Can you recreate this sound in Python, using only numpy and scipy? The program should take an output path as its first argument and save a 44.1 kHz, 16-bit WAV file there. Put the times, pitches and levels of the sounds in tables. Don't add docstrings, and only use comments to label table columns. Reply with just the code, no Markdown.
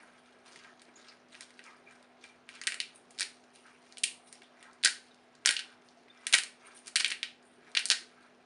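import sys
import numpy as np
from scipy import signal
from scipy.fft import rfft
from scipy.io import wavfile
from scipy.ndimage import uniform_filter1d

SR = 44100
rng = np.random.default_rng(int(sys.argv[2]) if len(sys.argv) > 2 else 0)


def pcm_store(signal):
    levels = np.round(np.clip(np.atleast_2d(signal), -1, 1) * 32767)
    wavfile.write(sys.argv[1], SR, levels.astype(np.int16).T)


def volts_from_db(level):
    exponent = np.asarray(level, float) / 20
    return 10 ** exponent


N = 372644


def read(points, hz):
    f, value = np.transpose(points)
    return np.interp(np.log(hz + 1), np.log(f + 1), value)


def evened(x):
    return x / np.sqrt(np.mean(x ** 2, -1, keepdims=True) + 1e-20)


def causal(db):
    log_gain = np.maximum(db, -100) * np.log(10) / 20
    circle = np.concatenate([log_gain, log_gain[-2:0:-1]])
    return np.fft.ifft(np.exp(np.conj(signal.hilbert(circle)))).real


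def coloured(x, points):
    response = causal(read(points, np.fft.rfftfreq(2048, 1 / SR)))
    return signal.oaconvolve(x, response)[:len(x)]


def add(mix, s, sound):
    part = mix[round(s * SR):][:len(sound)]
    part += sound[:len(part)]


def hump(hz, centre_hz, below, above):
    octaves = np.log2((hz + 1) / centre_hz)
    return np.exp(-(octaves / np.where(octaves < 0, below, above)) ** 2)


def swell(t, peak_s, rise_s, fade_s):
    climbing = (peak_s - t) / max(rise_s, 1e-3)
    fading = (t - peak_s) / max(fade_s, 1e-3)
    return volts_from_db(-20 * np.maximum(climbing, fading)) ** 2


def ring(hz, t60, size):
    t = np.arange(size) / SR
    return volts_from_db(-60 * t / t60) * np.sin(2 * np.pi * hz * t)


def air():
    # frequency in Hz, relative density in dB.
    air_spectrum = [(25, -41), (100, -14), (200, -8), (300, -8), (385, -0.5), (520, -8), (690, -2),
                    (900, -9), (1520, -11), (4230, -23), (7830, -41), (9130, -36), (10400, -42),
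                    (11500, -56.5), (13000, -92.5)]
    # frequency in Hz, level in dB rms.
    hum_tones = [(246.4, -69.5)]
    frames, hz = N // 256 + 5, np.fft.rfftfreq(1024, 1 / SR)
    real, imaginary, patches = rng.standard_normal((frames, 513, 3)).T
    patches = uniform_filter1d(uniform_filter1d(patches, 8, 0), 14, 1)
    gain_db = read(air_spectrum, hz)[:, None] + 1.2 * patches / patches.std()
    z = (real + 1j * imaginary) * volts_from_db(gain_db)
    noise = signal.istft(z, nperseg=1024, noverlap=768)[1][:N]
    room_tone = volts_from_db(-63.5) * evened(noise)
    drift = evened(uniform_filter1d(uniform_filter1d(rng.standard_normal(N), 9000), 9000))
    hum = np.zeros(N)
    for f, db in hum_tones:
        phase = 2 * np.pi * np.cumsum(f + 0.32 * drift) / SR
        hum += volts_from_db(db + 0.46 * drift) * np.sqrt(2) * np.sin(phase)
    return room_tone + hum


def rustle():
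    # frequency in Hz, gain in dB.
    dull_spectrum = [(400, -29.5), (800, -11), (1150, -1.5), (1700, -1.5), (2500, -6), (3500, -20),
                     (6000, -39.5)]
    grit_spectrum = [(1200, -32.5), (2600, -4), (4500, -6), (7000, -8), (9000, -18.5)]
    fizz_spectrum = [(5000, -39), (7500, -14.5), (9000, 0), (11000, -5)]
    # peak in seconds,
    # dull, grit and fizz levels in dB, seconds to fade 20 dB (zero or less: at once).
    tumbles = [(0.001, -62, -67.5, -67, 0.6), (.46, -61.5, -59.5, -65, .5), (0.569, -60, -54, -70, -0.03),
               (.83, -74, -85, -78, 0.7), (.97, -63, -61.5, -74, 0.3), (1.09, -62, -54, -89, -0.15),
               (1.322, -62, -61, -64, .5), (1.42, -61, -52, -64, 0.04), (1.88, -60.5, -68.5, -71, 0.3),
               (2.236, -63, -58, -66, 0.13), (2.5, -59.5, -61, -69.5, 0.6), (2.56, -54.5, -54, -74, .03),
               (2.63, -55, -71, -66, -0.2), (2.96, -70, -67, -54, 0.05), (3.11, -77, -68, -68, 1),
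               (3.55, -76, -61, -61, 0.18), (3.82, -77, -68, -70, 0.5), (3.89, -80.5, -65.5, -68.5, -0.2),
               (3.92, -65.5, -63, -67, 0), (4.279, -69, -62, -53.5, 0.06), (4.34, -70, -59.5, -70, 0.14),
               (5.04, -74.5, -70, -73.5, .5), (5.85, -82, -67.5, -72, 0.3), (6.675, -79, -75, -49, -0.04),
               (6.774, -68, -52.5, -45, 0.03), (6.86, -73, -68, -65, -0.2), (6.882, -55, -47.5, -54, 0.02),
               (7.465, -80, -76, -57.5, 0.1)]
    # peak in seconds, level in dB,
    # seconds to climb 20 dB, seconds to fade 20 dB (zero or less: at once).
    grips = [(.69, -59, 0.54, -0.05), (1.13, -62, .3, 0.05), (1.66, -56, 0.05, 0.2),
             (3.669, -56, 0.03, 0.16), (4.64, -58.5, 0.2, 0.2), (5.73, -63, 0.66, 0.1),
             (6.239, -56, 0.17, 0.3), (6.675, -55.5, 0.13, 0.2), (7.68, -59, 0.16, 0.6),
             (8.25, -65.5, 1, 0.2)]
    grip_colours_db = np.array([-0.5, -8, -12.5])
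    # dull, grit and fizz levels in dB.
    rest_db = np.array([-78, -77.5, -88])
    tumble_rise_s = 0.039

    steps_s = np.arange(0, N / SR + .01, .001)
    power = volts_from_db(rest_db)[:, None] ** 2 + np.zeros(len(steps_s))
    for s, *db, fade_s in tumbles:
        power += volts_from_db(np.array(db))[:, None] ** 2 * swell(steps_s, s, tumble_rise_s, fade_s)
    for s, db, rise_s, fade_s in grips:
        power += volts_from_db(db + grip_colours_db)[:, None] ** 2 * swell(steps_s, s, rise_s, fade_s)

    t, out = np.arange(N) / SR, np.zeros(N)
    clumps = volts_from_db(1.3 * evened(uniform_filter1d(rng.standard_normal(N), 600)))
    spectra = (dull_spectrum, grit_spectrum, fizz_spectrum)
    clicks_per_s, spreads_db = (5000, 2500, 1500), (2.5, 3.8, 4.2)
    for level, spectrum, per_s, spread_db in zip(np.sqrt(power), spectra, clicks_per_s, spreads_db):
        sizes = volts_from_db(spread_db * np.minimum(rng.exponential(1, N), 4))
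        clicks = rng.standard_normal(N) * sizes * (rng.random(N) < per_s / SR)
        out += np.interp(t, steps_s, level) * evened(coloured(clicks * clumps, spectrum))

    z = signal.stft(out, nperseg=256)[2]
    patches = uniform_filter1d(rng.standard_normal(z.shape), size=5, axis=0)
    patches = uniform_filter1d(patches, size=6, axis=1)
    return signal.istft(z * volts_from_db(3.0 * patches / patches.std() - 1.5), nperseg=256)[1][:N]


def rings():
    # start in seconds, level in dB,
    # frequency in Hz, width in Hz, t60 in seconds.
    ring_events = [(.67, -52, 1556, 350, 0.16), (.882, -51, 418, 250, 0.032),
                   (.955, -50.5, 6790, 500, 0.06), (1.078, -48, 4720, 710, 0.083),
                   (1.644, -53.5, 1145, 250, 0.37), (1.863, -51, 2390, 90, 0.081),
                   (2.243, -56, 2380, 80, 0.09), (2.288, -61, 2380, 80, 0.098),
                   (3.638, -56, 1465, 300, 0.22), (4.19, -58.5, 724, 79.4, 0.25),
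                   (4.431, -57, 3400, 400, 0.095), (4.67, -55.5, 1147, 350, 0.13),
                   (5.105, -57.5, 3830, 302, 0.052), (5.69, -54, 1493, 119.6, 0.077),
                   (5.965, -54, 656, 79.8, 0.085), (6.098, -54.5, 3580, 120, 0.038),
                   (6.17, -57.5, 2000, 90, 0.2)]
    rise_share = 0.12
    out, t = np.zeros(N), np.arange(8192) / SR
    for s, db, hz, width_hz, t60 in ring_events:
        span = max(round(SR / width_hz / 2), 2)
        rough = uniform_filter1d(uniform_filter1d(rng.standard_normal((2, 8192)), span), span)
        waver = evened(evened(rough) + 70 / width_hz)
        tone = waver[0] * np.sin(2 * np.pi * hz * t) + waver[1] * np.cos(2 * np.pi * hz * t)
        fade = volts_from_db(db - 60 * (t / t60) ** 1.3)
        add(out, s, fade * np.minimum(t / (rise_share * t60), 1) * tone)
    return out


def cracks():
    # start in seconds, strength in dB, crunch frequency in Hz,
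    # hollow part in dB relative to the crunch, brittle part in dB relative to the crunch.
    crack_events = [(0.5596, -53, 2620, 12, 0.5), (0.795, -51, 4050, -18, -25), (0.8175, -49, 3560, -2, -2),
                    (0.852, -58, 4400, -25, -18), (0.884, -63, 2580, 5, -20), (1.285, -64, 5600, -30, -13),
                    (1.3453, -50, 2760, 8.5, -29), (1.3515, -43.5, 3080, -1, -18),
                    (1.4078, -41.5, 4320, 1, 1.1), (1.505, -53.5, 4200, 6, -5),
                    (1.592, -43.5, 2750, 5.5, -14), (1.64, -52, 5440, -5, -2), (1.663, -56, 4970, 1, -5),
                    (1.91, -58, 5470, -20, -12), (1.955, -61, 5500, -20, -8),
                    (2.0266, -55.5, 3820, -3.5, -5), (2.2404, -43, 2640, -4, -17),
                    (2.4904, -40, 2930, 2, -7.5), (2.5512, -50, 3600, -6, -3),
                    (2.6146, -34.5, 4940, 2.5, -32), (2.6363, -38, 3050, -21, -4),
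                    (2.6707, -21.5, 4200, -2.5, -1.5), (2.6752, -24, 2500, 4.5, -7.5),
                    (2.7212, -28.5, 2760, 0, -9), (2.7429, -36, 4100, 5.5, 0),
                    (2.8017, -20, 3080, -16, -14.5), (2.8155, -39, 5530, -18, -16),
                    (3.1072, -61, 3060, 9, 13), (3.1787, -47.5, 4290, 1, -7), (3.1874, -31, 4230, -10, -15),
                    (3.1965, -27.5, 4450, -4.5, -4), (3.2072, -25.5, 4630, 1.5, 1),
                    (3.2174, -26, 4260, 2.5, -23), (3.2284, -27, 3980, -2, -9),
                    (3.5585, -51.5, 3860, -1, -4), (3.9239, -46, 4470, -3, -10.5),
                    (3.9713, -40, 3380, -0.5, -11), (3.9817, -38.5, 3880, -16, 0),
                    (4.0352, -20.5, 4200, -17.5, -6), (4.0384, -18, 2800, -20.5, 0.5),
                    (4.3266, -46, 4700, -2.5, 4.5), (4.4187, -47.5, 3100, 2.5, -13),
                    (4.432, -57.5, 6000, -20, -10), (4.6272, -49.5, 3310, 6, -1),
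                    (4.7315, -57.5, 5330, -17.5, -1), (4.8297, -40.5, 3770, -18.5, -4.5),
                    (4.8366, -21, 3100, -7.5, -8), (4.8467, -15, 4300, -2, -2),
                    (4.8499, -16, 4480, -1, -2.5), (4.8578, -15.5, 3840, 6, -11.5),
                    (4.8738, -23, 4200, 2, -6.5), (5.1442, -54, 3750, -21, -12.5),
                    (5.3514, -52.5, 4600, -7.5, -15), (5.4506, -38, 2750, 3, -11.5),
                    (5.4591, -16.5, 4810, 5.5, 1.5), (5.4729, -16.5, 3410, -3, -10),
                    (5.4802, -21, 2970, -14, -11.5), (5.4901, -17, 3760, 7.5, -6.5),
                    (5.5085, -21.5, 3240, 0.5, -3), (5.525, -33, 2920, -16, -4),
                    (5.5658, -21, 3100, -24, -26.5), (5.5916, -29, 3600, -3, -10),
                    (5.5975, -34, 3300, -2, -11), (5.6065, -37, 3000, -2, -17),
                    (5.636, -49, 3400, -12, -18), (5.887, -52, 4370, -20.5, -24),
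                    (6.0826, -57, 3120, 6, -15.5), (6.2677, -26, 3750, 2, 0.9),
                    (6.3264, -22.5, 3490, -1, 0.8), (6.3342, -19.5, 3140, -4.5, -20.5),
                    (6.3362, -13, 4340, -2, -21.5), (6.3404, -14, 3700, 6, -3.5),
                    (6.3501, -18.5, 2790, -3.5, -1), (6.3808, -26, 3070, -21, -1.5),
                    (6.3854, -25, 3530, 2.5, 1), (6.4349, -30.5, 5190, -5, -10.5),
                    (6.8597, -50.5, 4180, -8, -2), (6.8705, -46.5, 4410, 0, 5),
                    (6.879, -40.5, 4540, 0.5, 3), (6.9574, -16, 3970, -4.5, -5),
                    (6.9614, -18.5, 2900, -25.5, -5), (6.9692, -21, 3200, -1, -7.5),
                    (6.9978, -37, 3990, 7.5, 9), (7.0011, -21, 3470, -8, -28), (7.0069, -23, 3820, 1.5, -9),
                    (7.0453, -16.5, 3480, -4, -18.5), (7.0608, -22.5, 2560, -17, -11),
                    (7.0798, -38.5, 2830, 6, 5.5), (7.1024, -31, 3320, 2.5, -8),
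                    (7.1055, -31.5, 4500, -11, -4), (7.1164, -27, 3060, 2, -20),
                    (7.1205, -26.5, 3060, 0.5, -8.5), (7.2297, -21, 3200, -3.5, -17.5),
                    (7.427, -60.5, 5220, -15, -12), (7.717, -55, 4500, -7.5, -5.5),
                    (7.7503, -22, 3020, -2, -15.5), (7.7683, -23, 3250, 0.5, -17),
                    (7.7712, -13, 3280, -4.5, -17.5), (7.7921, -30.5, 4370, 2, -1.5),
                    (7.8555, -25, 5160, -6.5, 0), (7.8866, -33, 5330, -16.5, -3.5),
                    (7.901, -12, 4270, -9, -13), (7.9115, -20, 3800, 5, -4), (7.9163, -17, 4240, -4, -12.5),
                    (7.9186, -24.5, 4540, 2, -6), (7.9238, -25, 3290, 0, -21)]
    # frequency in Hz, relative level in dB, t60 in seconds.
    body_modes = [(1546, -7, 0.1), (1623, -7.5, 0.06), (1913, -4.5, 0.09), (2426, -4, 0.024),
                  (3020, 8, 0.0045), (4600, -4, .015)]
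    # frequency in Hz, gain in dB.
    shell_spectrum = [(1900, -0.6), (2700, 2.5), (3500, -1), (4500, 0.5), (5800, -2.5), (7000, 0.5),
                      (8200, -0.16)]
    # time in seconds, frequency in Hz.
    hollow_pitch = [(0, 1750), (2.7, 1950), (3.2, 1900), (4.4, 2000), (4.85, 1600), (5.6, 1610),
                    (6.3, 2010), (7.2, 1984), (7.8, 1740)]
    hollow_edge_hz = 1336
    brittle_hz = 10300
    snap_ms, split_ms, split_spread = 0.18, 1.4, .2
    push_db = -30.5

    count = len(crack_events)
    t, hz = np.arange(1024) / SR, np.fft.rfftfreq(1024, 1 / SR)
    splinters = rng.standard_normal((count, 1024)) * volts_from_db(3.2 * rng.exponential(1, (count, 1024)))
    split_s = split_ms / 1000 * np.exp(split_spread * rng.standard_normal(count))
    shell = volts_from_db(read(shell_spectrum, hz)) ** 2
    push = np.sin(2 * np.pi * np.minimum(t / .003, 1))
    out, sent, thud = np.zeros((3, N)), np.zeros((3, N)), np.zeros(N)
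    for k, (s, db, crunch_hz, hollow_db, brittle_db) in enumerate(crack_events):
        burst = splinters[k] * np.minimum(t * 1000 / snap_ms, 1) * np.exp(-t / split_s[k])

        hollow_hz = np.interp(s, *np.transpose(hollow_pitch))
        skirt = 0.66 * np.log2(hollow_hz / hollow_edge_hz)
        hollow = hump(hz, hollow_hz, skirt, 0.37) + volts_from_db(-18.5) ** 2 * hump(hz, 980, 1.0, 1.0)
        hollow = volts_from_db(hollow_db) ** 2 * hollow
        brittle = volts_from_db(brittle_db) ** 2 * hump(hz, brittle_hz, 0.78, 0.92)
        crunch = hump(hz, crunch_hz, 0.43, 0.58)
        colour = (hollow + crunch + brittle) * shell + 1e-9
        energy = np.mean(colour) * SR / 100

        peaks = uniform_filter1d(abs(rfft(burst)) ** 2, size=9) + 1e-12
        response = causal(10 * np.log10(colour / (peaks / peaks.mean()) ** .3))
        sound = signal.fftconvolve(burst, response)[:1024]
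        add(out[k % 3], s, volts_from_db(db) * sound * np.sqrt(energy / np.sum(sound ** 2)))
        even = causal(10 * np.log10(colour * peaks ** .3))
        add(sent[k % 3], s, volts_from_db(db) * even * np.sqrt(energy / np.sum(even ** 2)))
        add(thud, s, volts_from_db(db + hollow_db + push_db) * push)

    body = sum(volts_from_db(db) * ring(f, t60, size=4096) for f, db, t60 in body_modes)
    rung = signal.oaconvolve(sent, body[None] / np.linalg.norm(body), axes=1)[:, :N]
    rung = volts_from_db(-18.0) * rung
    return out.sum(0) + rung.sum(0) + thud, sent + rung


def kitchen(spots):
    # frequency in Hz, t60 in seconds.
    wall_decay = [(500, 0.33), (1500, 0.3), (3500, 0.3), (6000, 0.27), (10000, 0.28)]
    size = SR // 2
    hz, t, z = signal.stft(rng.standard_normal((len(spots), size)), SR, nperseg=128)
    fade = volts_from_db(-60 * t / read(wall_decay, hz)[:, None])
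    walls = signal.istft(z * fade, SR, nperseg=128)[1][:, :size]
    t = np.arange(size) / SR
    near = rng.standard_normal((len(spots), size)) * volts_from_db(-60 * t / 0.071)
    onset = np.minimum(t / 0.0028, 1)
    tail = volts_from_db(-6) * evened(walls * onset) + volts_from_db(-6.5) * evened(near * onset)
    return signal.oaconvolve(spots, tail / np.sqrt(size), axes=1)[:, :N].sum(0)


def scene():
    # frequency in Hz, gain in dB.
    mic_response = [(30, -19), (300, -2), (5200, -0.5), (7000, -3.5), (7900, -5), (8600, 1.5),
                    (10000, -2.5), (10900, -20), (11800, -47.5), (12600, -69)]
    direct, spots = cracks()
    small = np.array([np.zeros(N), rings(), rustle()])
    mill = direct + small.sum(0) + kitchen(spots + small)
    return (coloured(mill, mic_response) + air())[None]


def roll_off(x):
    return signal.sosfilt(signal.butter(12, 11830, fs=SR, output="sos"), x)


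def record(dry):
    return roll_off(dry)


dry = scene()
out = record(dry)
pcm_store(out)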